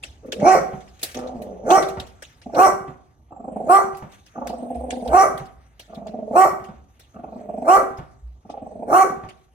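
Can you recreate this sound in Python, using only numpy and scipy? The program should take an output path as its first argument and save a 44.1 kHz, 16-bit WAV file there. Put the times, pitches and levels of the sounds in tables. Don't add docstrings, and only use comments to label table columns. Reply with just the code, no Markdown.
import sys
import numpy as np
from scipy import signal
from scipy.fft import rfft, irfft, next_fast_len
from scipy.io import wavfile
from scipy.ndimage import uniform_filter1d

SR = 44100
rng = np.random.default_rng(int(sys.argv[2]) if len(sys.argv) > 2 else 0)


def magnitude_from_level(level_db):
    exponent = np.asarray(level_db, float) / 20
    return 10 ** exponent


def master(y):
    cut = np.clip(np.atleast_2d(y).T, -1, 1)
    pcm = np.round(cut * 32767)
    wavfile.write(sys.argv[1], SR, pcm.astype(np.int16))


N = 420713

# (frequency [Hz], density [dB per Hz])
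RUMBLE_LEVEL = [(0.0, -49.5), (4.75, -56.5), (5.21, -43), (5.5, -54), (8.5, -54), (9.54, -59.5)]
RUMBLE_SPECTRUM = [(12, -59.5), (20, -37), (64, 3.5), (90, -6.5), (151, -10.5), (167, -22.5), (244, -17),
                   (536, -27.5), (769, -25), (1200, -28.5), (1560, -68.5), (2640, -120)]
# (frequency [Hz], density [dB per Hz])
RUSTLE_LEVEL = [(0.0, -68.5), (0.14, -78), (0.58, -61.5), (1.7, -75.5), (1.83, -65.5), (2.1, -68),
                (2.2, -70.5), (3.0, -77), (3.43, -83), (3.8, -66), (4.08, -70.5), (4.14, -59.5),
                (4.24, -71), (4.81, -71.5), (5.26, -67), (5.47, -75), (8.1, -74.5), (8.4, -78.5),
                (9.33, -73.5), (9.54, -80.5)]
RUSTLE_SPECTRUM = [(530, -45), (900, -16.5), (956, -13), (1200, -4), (2500, -8), (5410, -17), (6250, -8),
                   (7230, -19.5), (12600, -20.5), (16000, -37)]
# (time [s], peak [dB], pitch [Hz])
THUDS = [
    (4.418, -41.5, 60),
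    (4.755, -30.5, 65.4),
    (5.068, -27, 61.8),
    (8.223, -31, 59.5),
]
# (time [s], peak [dB], ring [Hz], treble [dB])
TICKS = [(0.029, -37, 3430, -23), (0.0365, -27, 3800, -18), (0.05, -43, 5900, -27.5), (.262, -54, 6500, -3),
         (.879, -50, 3970, -20.5), (0.994, -43.5, 2640, -12.5), (1.273, -42.5, 2940, -22),
         (3.948, -44, 1900, -18.5), (4.263, -47.5, 6270, -9), (4.493, -40, 2270, -9.5),
         (4.749, -49, 2300, -13), (1.09, -34, 3400, -12.5), (5.052, -45.5, 2100, -15),
         (5.457, -49.5, 1920, -9), (5.948, -47, 3180, -8), (0.3224, -24, 3040, -12),
         (0.4005, -36.5, 3320, -28), (0.807, -44, 2460, -37), (1.016, -38.5, 3200, -4.5),
         (1.0315, -18.5, 3460, 1.5), (1.05, -31.5, 6400, -4), (1.07, -39, 2600, -13),
         (1.115, -38.5, 6350, -11.5), (1.171, -35, 3340, -15.5), (1.1458, -29, 2450, -10),
         (1.1896, -35.5, 2000, -17), (1.4207, -42, 3000, -0.5), (1.705, -20, 2885, -27.5),
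         (1.8258, -26, 6500, -13.5), (1.887, -32, 2470, -5.5), (1.9999, -29, 3100, -14),
         (2.0691, -45, 3200, -8), (2.2238, -29.5, 3220, -15.5), (3.9711, -42.5, 1970, 0),
         (4.1195, -47, 2850, -9.5), (2.418, -42.5, 2050, -32), (2.548, -36, 2870, -16.5),
         (4.4722, -29.5, 2210, -9.5), (4.9061, -25, 2740, -24.5), (5.0767, -33.5, 2250, -9.5),
         (5.3777, -32.5, 2040, -7), (5.7964, -32.5, 5890, -9.5), (6.0702, -37.5, 2280, -21),
         (6.6421, -43, 2780, -12.5), (6.9967, -40, 2330, -9), (7.975, -45, 2200, -9.5),
         (8.4996, -44, 2340, -23), (9.2892, -37.5, 2230, -19.5)]
# (frequency [Hz], density [dB per Hz])
TICK_SPECTRUM = [(650, -46), (1150, -22), (1650, -9), (2950, -8), (3600, -9), (4560, -12), (5710, -12),
                 (7500, -17), (9750, -21), (16500, -120)]
# (time [s], peak [dB])
LAST_KNOCKS = [(.735, -24.5), (1.975, -21), (2.883, -28), (4.027, -26), (5.403, -26), (6.691, -30),
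               (7.989, -25.5), (9.239, -26.5)]
# (frequency [Hz], level [dB])
ROOM_T60 = [(150, 0.99), (400, 0.4), (800, 0.51), (1500, 0.48), (3000, 0.33), (8000, 0.34)]
ECHO_LEVEL = [(150, -14), (400, -0.5), (800, -8), (1200, -9.5), (1600, -4.5), (3000, -5), (8000, -5.5)]
# (frequency [Hz], width [Hz], level [dB])
WINDOW_PANES = [(368, 12, -15), (757, 9, -10), (808, 5.5, -9), (1150, 9, -7), (1245, 6, -8), (1490, 9, -12)]
# (frequency [Hz], left over right [dB])
LEFT_LEAD = [(170, .1), (260, .5), (430, .5), (600, -.1), (775, .1), (950, 1.8), (1120, 4.7), (1640, 4.1),
             (2150, 6.2), (2600, 6.6), (3600, 5), (5000, 3.9), (7900, 4.8), (11400, 3.3), (16000, 4)]
LEFT_TILT = [(60, -1.2), (400, 0), (760, -4.2), (1000, -.5), (1400, -1.5), (1700, 3.5), (2300, 3.5),
             (3400, -2.5), (5000, 3), (15000, 4)]

# (start [s], end [s], frequency [Hz], width [Hz], level [dB])
NOSE = [(1.33, 1.66, 5850, 260, -62), (1.4, 1.66, 6700, 300, -68), (3.3, 3.7, 7600, 500, -69),
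        (3.42, 3.7, 8900, 1200, -68), (4.48, 5.14, 8350, 600, -62), (4.52, 5.14, 9150, 500, -63),
        (4.5, 5.1, 14500, 3000, -72), (7.3, 7.68, 8000, 900, -73), (7.4, 7.68, 12700, 500, -76),
        (7.5, 7.68, 9500, 600, -75), (8.6, 8.92, 8300, 1100, -70)]
# (time [s], effort [dB], fundamental against it [dB], pitch [Hz], throat [Hz])
DRONE = [(1.14, -49, 2, 233.7, 510), (1.169, -35.5, 3, 245, 487), (1.251, -38, -7, 251.8, 557),
         (1.299, -39.5, -1.5, 252.4, 689), (1.361, -47, 12, 249.6, 667), (1.42, -40.5, -4, 201.8, 506),
         (1.519, -41, -5.5, 185.1, 445), (1.617, -46.5, -7, 195.6, 519.5), (1.681, -29, 4, 252.6, 576)]
# (time [s], peak [dB], fundamental against it [dB])
FLAPS = [(0.229, -35, -9.5), (0.245, -26, -1), (0.281, -24.5, -1), (0.324, -19.5, -9.5),
         (0.356, -26, -10), (0.396, -30.5, 1), (2.46, -25.5, -1), (2.493, -25.5, -14),
         (2.531, -23, -4), (3.304, -34.5, -3), (3.319, -30.5, -0.5), (3.362, -28.5, -12.5),
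         (3.397, -27.5, -2), (3.441, -22.5, -5.5), (3.477, -19.5, -7.5), (3.518, -27, -4),
         (3.56, -14.5, -8.5), (3.6, -16, -10), (3.64, -31, -1), (4.354, -27, 0), (4.376, -20, 0.5),
         (4.414, -17.5, -5.5), (4.458, -20.5, -6.5), (4.497, -20, -1.5), (4.529, -17, -21),
         (4.58, -31, -5), (4.623, -24, -0.5), (4.656, -29.5, -21), (4.703, -18.5, -8.5),
         (4.75, -22.5, -14.5), (4.802, -26, -17), (4.836, -19.5, -11.5), (4.887, -24, -13),
         (4.924, -20.5, -5.5), (4.968, -27, 3), (5.02, -22, 0.5), (5.057, -15.5, -18.5),
         (5.083, -19.5, -16), (5.107, -18, 0),
         (5.897, -35, 1), (5.928, -28, -7), (5.972, -31, 7), (6.015, -28, -1.5), (6.061, -23.5, -17),
              (6.088, -37.5, 9), (6.137, -20.5, -2.5), (6.184, -21.5, -6), (6.223, -22, -6),
              (6.273, -22.5, -18), (6.307, -18, -6), (7.14, -38.5, -2.5), (7.158, -29.5, -0.5),
              (7.189, -28.5, -0.5), (7.236, -23, -6), (7.278, -28, -7.5), (7.322, -25, -4),
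              (7.357, -27.5, 0.5), (7.407, -31.5, -23), (7.449, -34.5, -3.5), (7.489, -18, -11),
              (7.536, -19.5, -12), (7.576, -17.5, -6.5), (7.619, -18, -5.5), (8.449, -39.5, 4.5),
              (8.493, -23, -6.5), (8.537, -24, -15), (8.57, -22, -17), (8.62, -25.5, 3), (8.662, -24, -11),
              (8.711, -27.5, -25), (8.754, -28.5, -1.5), (8.792, -25.5, -4), (8.823, -16.5, -10.5),
              (8.878, -20, -14)]
# (time [s], effort between flutters [dB], pitch [Hz], throat resonance [Hz])
GROWLS = [
    [(0.21, -66, 230.9, 439), (0.288, -64, 233.2, 396.6), (0.36, -41, 205, 430), (0.44, -9, 204.3, 567)],
    [(2.44, -71.5, 210.4, 645), (2.482, -78, 223.8, 599), (2.57, -59, 268.6, 620)],
    [(3.3, -58, 202, 680), (3.36, -57, 208.9, 694), (3.41, -48, 210.4, 648), (3.582, -37, 227.3, 643),
     (3.69, -28, 245, 690)],
    [(4.33, -52, 231.5, 617), (4.43, -38.5, 240.3, 700), (4.55, -35, 245.6, 665), (5.12, -31, 251.5, 651)],
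    [(5.87, -48.5, 207.6, 607), (6.0, -39, 212.1, 678), (6.2, -40, 220.4, 574), (6.34, -32.5, 221.5, 626)],
    [(7.13, -57.5, 219.4, 620), (7.23, -53, 212.5, 648), (7.442, -37, 209.2, 608), (7.68, -41, 247.3, 620)],
    [(8.43, -68, 215, 610), (8.49, -63.5, 211.8, 640), (8.718, -44, 204, 594), (8.92, -34.5, 261.6, 660)],
]
# (share of throat frequency [ratio], width [Hz], level [dB])
GROWL_THROAT = [(0.8, 120, 2), (1.048, 130, 6)]
# (from [Hz], to [Hz], width [Hz], level [dB], closing time [s])
LIPS = (1250, 1000, 330, -6, 0.16)
OPEN_LIPS = [-16, -22, -10, -4, -8, -4, -9.5]
NASAL_RING = [-46, -44, -47, -49, -48, -39, -41]

# (loud from [s], swell [s], voice holds [s], top pitch [Hz], pitch climb [s])
BARKS = [
    (0.463, .045, 0.076, 384.8, .022),
    (1.714, .045, 0.053, 391, .02),
    (2.596, .05, 0.061, 387.8, .016),
    (3.698, 0.024, 0.075, 390.2, .02),
    (5.136, .035, 0.089, 395, .04),
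    (6.362, .029, .082, 380.2, .018),
    (7.685, .03, 0.075, 400.1, .042),
    (8.94, .055, .09, 385.1, .022),
]
# (jaw ring [dB], bite [dB], tongue [dB], broken ending [dB], lingering fundamental [dB])
JAWS = [(-4, 2, 3, -3, -31), (0, 4, -5, -7.5, -17), (5, 5.5, -4.5, -6.5, -13),
        (8, -3.5, -8.5, -11.5, -13.5), (4, 3.5, -6, -6, -23), (5, -8, -7.5, -10, -19.5),
        (6.5, 1, -2, -6.5, -20.5), (6, 4, -7, -13.5, -13)]
# (level [dB], top above 8 kHz [dB], effort [dB], fundamental [dB])
TEETH = [(-1.5, -8, -0.34, 1), (0.5, -1.5, 0.05, 5.5), (1.5, 2, -1.2, 0), (1.5, 3.5, -1, -1.5),
         (-1.5, 2.5, -0.9, -1.5), (-1.5, 3.5, 0.84, -1), (-2, 1.5, 0.64, -4), (-0.5, 2.5, -0.64, -1)]
# (resonance [Hz], climb [Hz/s], catch delay [s], catch [dB], throat shrinks to [ratio])
TONGUES = [(2290, 5000, 0.02, 4, 0.8), (2600, 15000, 0.0068, 2, .85), (2400, 13000, .015, -1.5, .92),
           (2450, 8900, .015, 0, .92), (2300, 9400, 0.013, 5, 0.87), (2480, 11000, 0.012, -6, .9),
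           (2450, 13000, 0.014, 0.5, 0.77), (2450, 14000, 0.021, -8, 0.61)]
# (frequency [Hz], width [Hz], level [dB])
BARK_THROAT = [(330, 700, -13.5), (774.6, 280, -1)]
BARK_MOUTH = [(665, 550, -18.5), (2040, 300, -24), (2310, 110, -28.5)]
# (frequency [Hz], width [Hz])
JAW_RING = (1167, 600)
# (frequency [Hz], width [Hz], level [dB])
BITE = (1520, 310, -20.5)
# (up to [Hz], width [Hz], level [dB])
TONGUE_SWEEP = (3500, 200, -26)
# (frequency [Hz], density [dB per Hz])
BREATH = [(1760, -44), (2900, -25.5), (3650, -43.5), (4250, -25), (4850, -18.5), (5700, -4.5), (6500, -8.5),
          (9600, -13.5), (11400, -24), (14000, -17), (16000, -29)]
# (from [Hz], to [Hz], width [Hz], level [dB])
WHISTLE = (4201, 4498.5, 300.5, -17.5)


def read(points, hz):
    f, value = np.transpose(points)
    return np.interp(np.log(hz + 1), np.log(f + 1), value)


def evened(x):
    return x / np.sqrt(np.mean(x ** 2) + 1e-20)


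def add(mix, s, sound):
    part = mix[..., round(s * SR):][..., :sound.shape[-1]]
    part += sound[..., :part.shape[-1]]


def resonate(x, hz, width):
    turn = np.exp(2j * np.pi * np.cumsum(hz * np.ones(x.shape[-1])) / SR)
    r = np.exp(-np.pi * width / SR)
    return 2 * (turn * signal.lfilter([(1 - r) ** 2], [1, -2 * r, r * r], x / turn)).real


def coloured(x, points):
    size = next_fast_len(x.shape[-1])
    gain = magnitude_from_level(read(points, np.fft.rfftfreq(size, 1 / SR)))
    return evened(irfft(rfft(x, size) * gain, size)[..., :x.shape[-1]])


def wobble(n, ms):
    span = max(int(ms * SR / 1000), 2)
    return evened(uniform_filter1d(uniform_filter1d(rng.standard_normal(n), span), span))


def patchy(x, patch_db, bins=5, frames=6):
    z = signal.stft(x, nperseg=256)[2]
    patches = uniform_filter1d(rng.standard_normal(z.shape[-2:]), size=bins, axis=0)
    patches = uniform_filter1d(patches, size=frames, axis=1)
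    z = z * magnitude_from_level(patch_db * evened(patches))
    return evened(signal.istft(z, nperseg=256)[1][..., :x.shape[-1]])


def background():
    t = np.arange(N) / SR
    a, b = rng.standard_normal((2, 3, N))
    rumble = coloured(a[0] + .18 * a[1:], RUMBLE_SPECTRUM)
    rumble *= magnitude_from_level(np.interp(t, *np.transpose(RUMBLE_LEVEL)) - 3.0 + 0.75 * wobble(N, 40))
    rustle = patchy(coloured(b[0] + b[1:], RUSTLE_SPECTRUM), patch_db=3.5, bins=9, frames=30)
    rustle *= magnitude_from_level(np.interp(t, *np.transpose(RUSTLE_LEVEL)) + 4.5 + 1.5 * wobble(N, 12))
    return rumble + rustle


def room(x):
    taps = np.zeros((3, SR))
    at = np.arange(300, SR - 20, 20) + rng.integers(0, 20, (3, (SR - 301) // 20))
    np.put_along_axis(taps, at, rng.choice([-1., 1.], at.shape), 1)
    hz, t, z = signal.stft(taps[0] + 1.8 * taps[1:], SR, nperseg=256)
    t60 = read(ROOM_T60, hz)[:, None]
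    z = z * magnitude_from_level(read(ECHO_LEVEL, hz)[:, None] - 60 * t / t60)
    z /= np.sqrt(t60 * SR / 100)
    echoes = signal.istft(z, SR, nperseg=256)[1]
    return signal.fftconvolve(x[None], echoes, axes=1)[:, :N]


def window_bay(x):
    return sum(magnitude_from_level(db) * resonate(x, hz, width) for hz, width, db in WINDOW_PANES)


def thuds():
    out, t = np.zeros(N), np.arange(14000) / SR
    swell = (1 - np.exp(-(t / .045) ** 2)) * np.exp(-t / .05)
    for s, db, hz in THUDS:
        add(out, s - .01, magnitude_from_level(db + 9.0) * np.sin(2 * np.pi * hz * t) * swell)
    return out


def ticks():
    out, t = np.zeros((2, N)), np.arange(12000) / SR
    scratch_t60 = 0.43
    for s, db, hz, treble_db in TICKS:
        a, b = rng.standard_normal((2, 3, len(t)))
        noise = patchy(coloured(a[0] + 2.0 * a[1:], TICK_SPECTRUM), patch_db=5.0)
        treble = evened(resonate(resonate(b[0] + 1.8 * b[1:], 11000, 12000), 11000, 12000))
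        noise += magnitude_from_level(treble_db) * treble * (0.52 + 0.6 * np.exp(-t / 0.026))
        noise += 0.31 * evened(resonate(b[0], 500, 700))
        soft = np.maximum(.0022 * magnitude_from_level(-.35 * (db + 25)), .003)
        crack = noise * (np.exp(-t / (3.0 * soft)) + 0.15 * magnitude_from_level(-60 * t / scratch_t60))
        ring = .6 * np.sin(2 * np.pi * hz * t) * np.exp(-t / .004)
        side_gain = magnitude_from_level(db - 5.0 + np.array([[-.6], [.6]]))
        add(out, s - soft, side_gain * (crack + ring) * (1 - np.exp(-(t / soft) ** 2)))
    return out


def knocks():
    out, t = np.zeros(N), np.arange(4000) / SR
    shape = (1 - np.exp(-t / 0.00071)) * np.exp(-t / 0.023)
    for (loud, _, holds, *_), (last, last_db) in zip(BARKS, LAST_KNOCKS):
        first = loud + holds + .068
        times = (first, (first + last) / 2, last)
        for s, db, hz in zip(times, (-26.5, -33, last_db), (205, 143, 134)):
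            low = evened(resonate(rng.standard_normal(len(t)), hz * rng.uniform(.75, 1.4), 110))
            slap = evened(resonate(rng.standard_normal(len(t)), 750, 900))
            add(out, s - .005, magnitude_from_level(db - 7) * (low + 0.5 * slap) * shape)
    return out


def folds(hz, rough, jitter):
    rough = np.clip(rough, 0, 1)
    turns = np.cumsum(hz * (1 + jitter * rough * wobble(len(hz), 3))) / SR
    pulses = evened(sum(np.cos(2 * np.pi * k * turns) for k in range(1, 9)))
    noise = resonate(rng.standard_normal(len(hz)), 770, 1900)
    puffs = evened((0.6 + np.exp(-(turns % 1) / 0.51)) * noise)
    return (1 - rough) * pulses + rough * puffs, turns


def nose_hiss(start, end, hz, width, db, flaps):
    n = round((end - start) * SR)
    glide = hz * np.linspace(.975, 1.025, n) + 70 * wobble(n, 40)
    air = evened(resonate(rng.standard_normal(n), glide, .7 * width))
    air *= magnitude_from_level(db - 3.5 + 3.5 * wobble(n, 8))
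    puffs = flaps[round(start * SR):][:n]
    puffs = puffs / (uniform_filter1d(puffs, size=2600) + 1e-3)
    return air * (0.26 + .5 * puffs) * np.linspace(.6, 1.2, n) * signal.windows.tukey(n, .2)


def drone():
    s, *columns = np.transpose(DRONE)
    t = np.arange(s[0], s[-1], 1 / SR)
    effort_db, low_db, hz, throat_hz = (np.interp(t, s, c) for c in columns)
    rough = np.clip(.36 + .007 * (250 - hz), .35, .75)
    drive, turns = folds(hz, rough, jitter=0.11)
    drive *= 1 + 0.4 * np.cos(np.pi * turns)
    throat = evened(resonate(resonate(drive, throat_hz, 330), throat_hz - 60, 890))
    lips = magnitude_from_level(-1.5 - 150 * abs(t - s[0] - .05)) * evened(resonate(drive, 770, 260))
    lips += magnitude_from_level(-8.5 - 90 * abs(t - s[0] - .07)) * evened(resonate(drive, 1160, 260))
    chest = magnitude_from_level(low_db) * np.sqrt(2) * np.cos(2 * np.pi * turns)
    chest *= magnitude_from_level(-1.5 + 1.8 * wobble(len(t), 12))
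    level = magnitude_from_level(effort_db + 5.0 * np.tanh(wobble(len(t), 1.6)))
    return s[0], level * (throat + lips + chest) * signal.windows.tukey(len(t), .05)


def flutter():
    t, gate = np.arange(2200) / SR, np.zeros((2, N))
    flap = (1 - np.exp(-(t / .008) ** 2)) * np.exp(-(t / .016) ** 2)
    for s, db, low_db in FLAPS:
        add(gate, s - .003, magnitude_from_level([[db - 5.5], [db - 5.5 + low_db]]) * flap)
    return gate


def growl(rows, open_db, nasal_db, gate):
    s, *columns = np.transpose(rows)
    t = np.arange(s[0], s[-1], 1 / SR)
    effort_db, hz, throat_hz = (np.interp(t, s, c) for c in columns)
    high, low = gate[:, round(s[0] * SR):][:, :len(t)]
    ride = high / (uniform_filter1d(high, size=2600) + magnitude_from_level(effort_db))
    hz = hz * (1 + 0.038 * (ride - .8))
    throat_hz = throat_hz * (1 + 0.073 * (ride - .8))
    rough = np.clip(.45 - (effort_db + 36) / 35, .4, .85)
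    drive, _ = folds(hz, rough, jitter=.2)
    throat = sum(magnitude_from_level(db) * resonate(drive, share * throat_hz, w) for share, w, db in GROWL_THROAT)
    from_hz, to_hz, width, lips_db, closing = LIPS
    gap = np.exp(-(t - t[0]) / closing)
    lips = resonate(resonate(drive, to_hz + (from_hz - to_hz) * gap, width), 1400, 900)
    nasal = evened(resonate(drive, 2450 + 330 * gap ** 2, 200))
    throat = evened(resonate(throat, throat_hz, 900))
    throat += magnitude_from_level(lips_db + open_db) * (.14 + gap) * evened(lips)
    throat += magnitude_from_level(nasal_db) * (1 + 3 * gap ** 3) * nasal
    throat /= np.sqrt(uniform_filter1d(throat ** 2, size=500) + 0.37)
    chest = evened(resonate(drive, hz, 110))
    steady = magnitude_from_level(effort_db - 9 + 3.5 * wobble(len(t), 5))
    voice = throat * (high + steady) + chest * (low + 0.56 * steady)
    return s[0], voice * signal.windows.tukey(len(t), .08)


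def bark_throat(drive, opening, closing, low_db):
    throat = 0
    for k, (hz, width, db) in enumerate(BARK_THROAT):
        ring = resonate(drive, hz * (0.79 + 0.2 * opening) * closing ** k, width)
        throat = throat + (-1) ** k * magnitude_from_level(db + low_db * (1.5 - k)) * ring
    return throat / np.sqrt(uniform_filter1d(throat ** 2, size=900) + 1e-9)


def bark_mouth(hoarse, since, swell, bite_db, tongue_db, tongue_hz, tongue_climb):
    rising = 0.831 + rng.uniform(0.12, 0.13) * np.clip((since + swell) / 0.13, 0, 1)
    mouth = sum(magnitude_from_level(db) * evened(resonate(hoarse, hz * rising, w)) for hz, w, db in BARK_MOUTH)
    mouth = mouth * (.12 + 1.25 * np.clip(since / 0.055, 0, 1) ** 2)
    bite_hz, bite_width, bite_level = BITE
    mouth += magnitude_from_level(bite_level + bite_db) * evened(resonate(hoarse, bite_hz, bite_width))
    to_hz, width, sweep_db = TONGUE_SWEEP
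    sweep_hz = np.clip(tongue_hz + tongue_climb * since, 2150, to_hz)
    breathy = hoarse + 0.9 * rng.standard_normal(len(since))
    fade = np.clip(2.6 - (since + 0.048) / 0.044, 0, 1)
    return mouth + magnitude_from_level(sweep_db + tongue_db) * evened(resonate(breathy, sweep_hz, width)) * fade


def bark_air(since, turns, top_db):
    both, sides = rng.standard_normal(len(since)), rng.standard_normal((2, len(since)))
    spectrum = [(f, d + top_db * (f > 8000)) for f, d in BREATH]
    air = patchy(coloured(both + 1.1 * sides, spectrum), patch_db=7, bins=2, frames=18)
    from_hz, to_hz, width, db = WHISTLE
    whistle_hz = from_hz + (to_hz - from_hz) * np.clip(since / 0.21, 0, 1)
    air += magnitude_from_level(db) * evened(resonate(both, whistle_hz, width))
    return air * (1 + .4 * np.cos(2 * np.pi * turns))


def bark(timing, jaws, teeth, tongue):
    loud, swell, holds, top_hz, climb = timing
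    jaw_db, bite_db, tongue_db, end_db, linger_db = jaws
    air_db, top_db, push_db, low_db = teeth
    tongue_hz, tongue_climb, catch_s, catch_db, shrink = tongue
    t = np.arange(round(.4 * SR)) / SR + loud - .08
    since = t - loud
    voiced = np.clip(since, 0, None)
    breaks, end = loud + holds, .041
    db = -9.5 - 0.3663 * loud + push_db
    after = np.clip((t - breaks) / end, 0, None)
    opening = np.clip(1 + since / swell, 0, 1)

    leap = 22.23 + 794.6 * climb
    hz = top_hz - leap * np.exp(-voiced / climb) - 100 * (1 - opening)
    hz -= 45 * np.minimum(after, 2) + 4 * wobble(len(t), 13)
    knee_db = min(-25 + 420 * swell, -3)
    times = [loud - swell - .03, loud - swell, loud - 0.012, loud,
             breaks, breaks + .012, breaks + end, breaks + 3 * end]
    effort = np.interp(t, times, [-40, -15, knee_db, 0, -3.1, end_db, end_db - 7.0, -48])
    rough = .09 + 4.2 * swell * np.exp(-voiced / .03)
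    rough += 0.77 * np.minimum(3 * after, 1) + .5 * (1 - opening) ** .5
    drive, turns = folds(hz, rough, jitter=.1)
    hoarse = folds(hz, rough + .24, jitter=.1)[0]

    closing = 1 - (1 - shrink) * np.minimum(1.9 * after, 1)
    throat = bark_throat(drive, opening, closing, low_db)
    throat *= magnitude_from_level(catch_db * np.exp(-((since - catch_s) / 0.0032) ** 2))
    gape = np.clip((since + 0.85 * swell) / 0.11, 0, 1)
    jaw = evened(resonate(resonate(drive, *JAW_RING), *JAW_RING)) * gape
    jaw *= magnitude_from_level(jaw_db - 83.5 * np.clip(since - 0.0087, 0, .08))
    jaw *= magnitude_from_level(3 * np.minimum(4 * after, 1))
    mouth = bark_mouth(hoarse, since, swell, bite_db, tongue_db, tongue_hz, tongue_climb)
    air = bark_air(since, turns, top_db)
    air *= magnitude_from_level(-20 + air_db + 1.7 * np.minimum(after, 1)) * (0.37 + 0.94 * gape)

    linger = np.clip((t - breaks + .02) / .02, 0, 1) * np.clip((breaks + .05 - t) / .012, 0, 1)
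    chest_turns = np.cumsum(hz + 30 * np.minimum(after, 2)) / SR
    chest = magnitude_from_level(db + linger_db) * linger * np.cos(2 * np.pi * chest_turns)
    voice = throat + jaw + mouth * (0.5 + gape) + air
    return t[0], magnitude_from_level(db - 2.0 + effort) * voice + chest


def dog():
    out, gate = np.zeros((2, N)), flutter()
    for row in NOSE:
        add(out, row[0], nose_hiss(*row, gate[0]))
    add(out, *drone())
    for row in zip(GROWLS, OPEN_LIPS, NASAL_RING):
        add(out, *growl(*row, gate))
    for row in zip(BARKS, JAWS, TEETH, TONGUES):
        add(out, *bark(*row))
    return out


def scene():
    seat = dog() + knocks()
    mono = seat.mean(axis=0)
    return background() + thuds() + ticks() + room(mono) + window_bay(mono) + seat


def low_pass(x):
    return signal.sosfilt(signal.butter(12, 16250, fs=SR, output="sos"), x)


def record(dry):
    size = next_fast_len(N)
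    hz = np.fft.rfftfreq(size, 1 / SR)
    lead = read(LEFT_LEAD, hz) * np.minimum(hz / 300, 1)
    left = magnitude_from_level(read(LEFT_TILT, hz) / 2) * np.exp(.5j * lead)
    x = irfft(rfft(dry, size) * np.array([left, 1 / left]), size)[:, :N]
    mix = 1.4 * x / (1 + (x / .73) ** 4) ** (1 / 4)
    return low_pass(mix)


dry = scene()
out = record(dry)
master(out)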